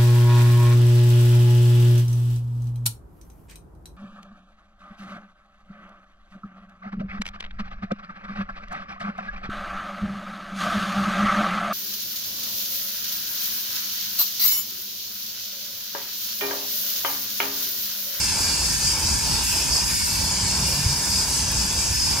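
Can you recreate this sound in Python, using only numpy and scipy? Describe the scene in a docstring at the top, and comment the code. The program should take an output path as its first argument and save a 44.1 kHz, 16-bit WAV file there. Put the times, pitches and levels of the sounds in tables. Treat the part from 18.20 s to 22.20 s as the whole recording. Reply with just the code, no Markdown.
"""Chicken roasting in a deep oven

A pan of juices simmers on the coals under the chicken. Steam hisses in surges, four or five
a second, over a fine sizzle of bursting fat and a few spits. The draught rumbles and washes
through the oven's hollow; hot air thumps and brushes the microphone over a low hum."""
import sys
import numpy as np
from scipy import signal
from scipy.fft import rfft, irfft
from scipy.io import wavfile
from scipy.ndimage import uniform_filter1d

SR = 44100
rng = np.random.default_rng(int(sys.argv[2]) if len(sys.argv) > 2 else 0)


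def to_wav(s):
    """Save 16-bit WAV."""
    ch = np.atleast_2d(s).T  # columns
    pcm = np.round(np.clip(ch, -1, 1) * 32767)  # PCM
    wavfile.write(sys.argv[1], SR, pcm.astype(np.int16))


N = 176400

# Steam surges: centre_s, length_s, gain_db
SURGES = [(.08, 0.22, 0), (0.253, 0.25, 0), (0.48, 0.21, -0.5), (0.679, .16, 2.5), (0.904, .19, 0),
          (1.125, 0.28, 0), (1.355, 0.24, -1), (1.56, 0.14, 3.5), (1.768, 0.23, -2), (1.953, 0.31, -4.5),
          (2.114, 0.34, -3.5), (2.31, .2, -1.5), (2.496, 0.16, -1), (2.714, 0.084, 0), (2.973, 0.18, 1.5),
          (3.178, 0.16, -2.5), (3.408, 0.11, 0.5), (3.628, 0.12, -3.5), (3.872, 0.18, 1)]
# Noise spectra: freq_hz, gain_db
STEAM_SPECTRUM = [(2000, -25), (4050, -29.5), (4300, -6.5), (4550, -3.5), (5230, 1), (5520, -7.5),
                  (6100, -15), (8000, -24.5), (16000, -50)]
FAT_SPECTRUM = [(1500, -34), (3000, -17.5), (4100, -21.5), (4700, 1), (5800, 1), (6900, 1), (8000, -0.4),
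                (9300, -3.5), (10000, -7.5), (10300, -19), (12000, -11), (13000, -41), (16000, -45)]
SPRAY_SPECTRUM = [(6000, -32), (9500, -4), (10700, -3), (11200, 2), (11500, -1.5), (11950, -1.5),
                  (12200, -4), (12700, -8.5), (13100, -36), (13800, -27), (14500, -7.5), (15800, -13.5)]
SIMMER_SPECTRUM = [(1200, -30), (1700, -3), (1900, -8), (2060, -10.5), (2250, -2), (2420, -0.5),
                   (2530, -1.5), (2700, 1.5), (2950, -2.5), (3400, -3), (3950, -3.5), (5000, -17),
                   (9000, -35)]
DRAUGHT_SPECTRUM = [(15, -45), (28, -28), (42, -4.5), (55, 1), (85, -0.5), (108, -5.5), (160, -7.5),
                    (220, -10), (310, -17), (450, -25.5), (1000, -50)]
HOLLOW_SPECTRUM = [(150, -10.5), (280, -3.5), (400, -5.5), (480, -7), (700, -6.5), (790, -9), (880, 2.5),
                   (1000, -1), (1100, -6.5), (1260, -10), (1450, -5.5), (1660, -6), (1780, -12),
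                   (2050, -19), (4000, -36)]
GUST_SPECTRUM = [(20, -25), (50, -2), (130, -0.5), (220, -3.5), (400, -14), (800, -36), (2000, -48)]
# Envelopes: time_s, gain_db
SPRAY_ENVELOPE = [(0.0, -43), (0.01, -34), (0.15, -44), (0.18, -37), (1.21, -38.5), (1.26, -32.5),
                  (1.64, -40), (1.69, -34.5), (2.06, -38), (2.18, -47), (2.44, -41), (2.48, -33.5),
                  (2.65, -39.5), (3.19, -37.5), (3.21, -43.5), (4.0, -38.5)]
SIMMER_ENVELOPE = [(0.0, -38.5), (0.13, -33), (0.15, -36), (0.3, -34.5), (0.33, -36.5), (0.99, -38),
                   (1.28, -36), (1.68, -38), (1.69, -34.5), (1.88, -38.5), (2.12, -37), (3.87, -38.5),
                   (3.93, -35), (4.0, -39.5)]
DRAUGHT_ENVELOPE = [(0, -33), (.35, -30.5), (.75, -32), (1.05, -29), (1.25, -31), (1.42, -36),
                    (1.52, -28.5), (1.7, -35), (1.87, -33), (2.03, -27), (2.15, -32), (2.45, -29.5),
                    (2.55, -26.5), (2.72, -27), (2.8, -32), (3.05, -34), (3.35, -26), (3.55, -29.5),
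                    (3.85, -27), (4, -32.5)]
HOLLOW_ENVELOPE = [(0, -37), (.4, -37.5), (.7, -37), (1.6, -37.5), (2, -37.5), (3.7, -39), (4, -36)]
# Spits of fat: start_s, gain_db
SPITS = [(.663, -28), (2.746, -31), (3.3174, -17)]
# Hot-air puffs: centre_s, gain_db, pitch_hz, half_length_s
PUFFS = [(.910, -19.5, 71, .017), (1.515, -24, 65, .014), (2.666, -10.5, 80, .0075)]
# Gusts at the microphone: centre_s, length_s, stereo_swing, gain_db
GUSTS = [(0.083, .12, 0.68, -33), (0.22, 0.099, 0.4, -43), (.56, .13, 0.74, -39), (.68, 0.072, 0.6, -40),
         (.97, 0.19, 0.58, -36), (1.124, 0.084, 0.43, -30), (1.282, 0.15, 0.72, -35),
         (1.477, 0.084, 0.47, -32.5), (1.672, .14, 0.52, -34.5), (1.771, 0.081, .9, -31),
         (1.849, 0.061, 1, -32.5), (1.968, 0.16, 0.53, -47), (3.265, 0.039, 0.56, -40),
         (3.443, .04, 0.4, -34), (3.777, 0.15, 0.75, -36), (3.913, .14, 0.5, -37)]
# Stereo swing by band: freq_hz, weight
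SWING_WEIGHT = [(80, 0.2), (170, 0.46), (330, 0.9), (550, 1.58), (900, 1.01), (1350, 1.03), (1750, 0.2),
                (2500, .15), (3000, 0.013)]
# Low resonances: centre_s, length_s, pitch_hz, half_width_hz, level_db, left_minus_right_db
GROANS = [(2.61, 0.45, 143, 6.7, -33, -1.5), (2.52, 0.24, 705, 22, -50.5, 3), (2.51, 0.14, 557, 40, -45, 1),
          (2.73, 2, 185, 2.9, -42, -2.5)]
# Likeness of the two microphone ports: freq_hz, coherence
PORT_COHERENCE = [(30, .98), (90, .99), (170, .98), (260, .93), (345, .78), (430, .62), (520, .5),
                  (750, .5), (860, .92), (1030, .94), (1250, .7), (1550, .86), (1850, .95), (2450, .92),
                  (2950, .25), (3350, .1), (3750, .88), (4050, .86), (4400, .27), (5300, .2), (6500, .64),
                  (9900, .56), (10600, .9), (11300, .28), (12100, .3), (13000, .8), (15500, .45)]
# Port phase: freq_hz, left_lead_rad
PORT_PHASE = [(170, 0), (430, -.2), (520, -.9), (690, -.9), (780, .4), (1400, .4), (1900, .1), (4000, 0),
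              (5100, .4), (5650, -1.2), (9900, -1.2), (10250, 0), (16000, -.1)]
# Port balance: freq_hz, left_minus_right_db
PORT_BALANCE = [(80, -2), (170, -0.5), (340, -4), (520, -5), (800, -10), (1000, -8), (1380, -7), (1700, 0),
                (4100, 0.5), (4800, 0.5), (7000, 0.6), (12000, 0)]


def boiling(rest_db=-3, arch_power=0.93):
    """Boil strength, rms 1: a resting flow plus one arch per surge."""
    t, power = clock(), amp(rest_db) ** 2
    for centre_s, length_s, gain_db in SURGES:
        arch = np.maximum(1 - (2 * (t - centre_s) / length_s) ** 2, 0)
        power = power + (amp(gain_db) * arch ** arch_power) ** 2
    return unit(np.sqrt(power))


def pan_hiss(boil, steam_db=-27, fat_db=-25, fat_follow=0.36):
    """Steam follows the boil fully, frying fat in part; spray and juices drift on their own."""
    steam = amp(steam_db) * boil * noise(STEAM_SPECTRUM, patch_db=3.5)
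    fat = amp(fat_db) * boil ** fat_follow * noise(FAT_SPECTRUM, patch_db=2.66)
    spray = envelope(SPRAY_ENVELOPE) * noise(SPRAY_SPECTRUM, patch_db=3, flicker_db=1.3, fft_size=1024)
    juices = envelope(SIMMER_ENVELOPE) * noise(SIMMER_SPECTRUM, patch_db=4)
    return steam + fat + amp(2.5) * (spray + juices)


def crackle(boil, base_rate_per_s=1300, level_db=-40, spread_db=0.5, pitches=24):
    """Tiny fat bubbles burst, each a few cycles long; the rate scales with the boil."""
    out, t = np.zeros((2, N)), np.arange(SR // 200) / SR
    for pitch_hz in np.geomspace(4500, 10000, pitches):
        onsets = rng.random(N) < boil * base_rate_per_s / pitches / SR
        strength = amp(spread_db * np.minimum(rng.exponential(1, N), 4))
        port_gain = rng.uniform(0.38, 1, (2, N))
        cycles = pitch_hz * t
        pop = cycles * np.exp(-cycles / 1.44) * np.sin(2 * np.pi * cycles)
        out += signal.oaconvolve(onsets * strength * port_gain, pop[None])[:, :N]
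    return amp(level_db) * unit(out)


def spits(decay_s=0.003, highpass_hz=7500):
    """Larger drops of fat snap with a short bright tick."""
    t = clock()
    snaps = sum(amp(gain_db) * (t >= start_s) * np.exp(-abs(t - start_s) / decay_s)
                for start_s, gain_db in SPITS)
    highpass = signal.butter(2, highpass_hz, "high", fs=SR, output="sos")
    bright = signal.sosfilt(highpass, rng.standard_normal((3, N)))  # shared, left, right
    return snaps * unit(bright[0] + 0.5 * bright[1:]) / 2


def draught():
    """Air over the coals rumbles and washes through the oven's hollow."""
    rumble = noise(DRAUGHT_SPECTRUM, patch_db=1.6, flicker_db=2, fft_size=4096, patch_frames=14)
    wash = noise(HOLLOW_SPECTRUM, patch_db=1, flicker_db=0.93, fft_size=1024, patch_frames=14)
    return amp(-2) * envelope(DRAUGHT_ENVELOPE) * rumble + amp(1.5) * envelope(HOLLOW_ENVELOPE) * wash


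def puffs():
    """Hot air thumps: a low sine under a brief bell curve."""
    out = np.zeros(N)
    for centre_s, gain_db, pitch_hz, half_length_s in PUFFS:
        tone = np.sin(2 * np.pi * pitch_hz * (clock() - centre_s))
        out -= amp(gain_db) * bell(centre_s, 2 * half_length_s) * tone
    return out


def drone(hum_hz=59.2, hum_db=-40.5):
    """Narrow low resonances swell and fade over a steady hum."""
    freq_hz = np.fft.rfftfreq(N, 1 / SR)
    out = amp(hum_db) * unit(np.sin(2 * np.pi * hum_hz * clock()))
    for centre_s, length_s, pitch_hz, half_width_hz, level_db, balance_db in GROANS:
        resonance = 1 / (1 + ((freq_hz - pitch_hz) / half_width_hz) ** 2)
        ring = unit(irfft(rfft(rng.standard_normal(N)) * resonance, N))
        port_gain = amp(level_db + balance_db * np.array([[0.5], [-0.5]]))
        out = out + port_gain * ring * bell(centre_s, length_s, power=4)
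    return out


def gust_flutter(right_db=-7):
    """Gusts flutter at each microphone port independently."""
    force = sum(amp(gain_db) * bell(centre_s, length_s) for centre_s, length_s, _, gain_db in GUSTS)
    colour = amp(lookup(GUST_SPECTRUM, np.fft.rfftfreq(N, 1 / SR)))
    flutter = unit(irfft(rfft(rng.standard_normal((2, N))) * colour, N))
    return force * flutter * amp([[0], [right_db]])


def gust_swing(stereo, max_share=0.95):
    """Gusts widen the low midrange: left blends toward right and turns out of phase."""
    freq_hz, t, (left, right) = signal.stft(stereo, SR, nperseg=512, noverlap=384)
    gust = sum(swing * np.exp(-(2 * (t - centre_s) / length_s) ** 2)
               for centre_s, length_s, swing, _ in GUSTS)
    share = np.clip(lookup(SWING_WEIGHT, freq_hz)[:, None] * gust, 0, max_share)
    turned = ((1 - share) * left + share * right) * np.exp(-1j * np.pi * share)
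    return signal.istft(np.array([turned, right]), nperseg=512, noverlap=384)[1][:, :N]


def noise(spectrum, patch_db, flicker_db=0.5, fft_size=2048, patch_frames=4):
    """Coloured noise at both ports, rms 1, with drifting spectral patches and broadband flicker."""
    frames, freq_hz = 4 * N // fft_size + 6, np.fft.rfftfreq(fft_size, 1 / SR)[:, None]
    left_re, left_im, other_re, other_im, patches = rng.standard_normal((frames, len(freq_hz), 5)).T
    patches = uniform_filter1d(patches, size=patch_frames, axis=0)
    patches = unit(uniform_filter1d(patches, size=12, axis=1))
    flicker = unit(uniform_filter1d(rng.standard_normal(frames), size=3))
    coherence = lookup(PORT_COHERENCE, freq_hz)
    left = left_re + 1j * left_im
    right = coherence * left + np.sqrt(1 - coherence ** 2) * (other_re + 1j * other_im)
    right *= np.exp(-1j * lookup(PORT_PHASE, freq_hz))
    balance_db = lookup(PORT_BALANCE, freq_hz)
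    ports = np.array([left * amp(balance_db / 2), right * amp(-balance_db / 2)])
    ports *= amp(lookup(spectrum, freq_hz) + patch_db * patches + flicker_db * flicker)
    return unit(signal.istft(ports, nperseg=fft_size, noverlap=3 * fft_size // 4)[1][:, :N])


def envelope(points):
    """Gain per sample from time_s, gain_db points."""
    return amp(np.interp(clock(), *np.transpose(points)))


def bell(centre_s, length_s, power=2):
    """Smooth swell, length_s wide at 1/e."""
    return np.exp(-(2 * (clock() - centre_s) / length_s) ** power)


def lookup(points, freq_hz):
    """Table value on a log-frequency axis."""
    knots_hz, values = np.transpose(points)
    return np.interp(np.log(freq_hz + 1), np.log(knots_hz + 1), values)


def amp(db):
    """Decibels to gain."""
    return 10 ** (np.asarray(db) / 20)


def unit(x):
    """Scale to rms 1."""
    return x / np.sqrt(np.mean(x ** 2) + 1e-20)


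def clock():
    """Sample times in s."""
    return np.arange(N) / SR


def scene():
    """Pan, oven air and gusts, summed in stereo."""
    boil = boiling()
    return pan_hiss(boil) + crackle(boil) + spits() + draught() + puffs() + drone() + gust_flutter()


def record(dry):
    """Stereo swing in the gusts, then a low-pass."""
    cutoff_hz = 15750
    lowpass = signal.firwin(511, cutoff_hz, window=("kaiser", 9), fs=SR)
    return signal.oaconvolve(gust_swing(dry), lowpass[None], "same")


dry = scene()
out = record(dry)
to_wav(out)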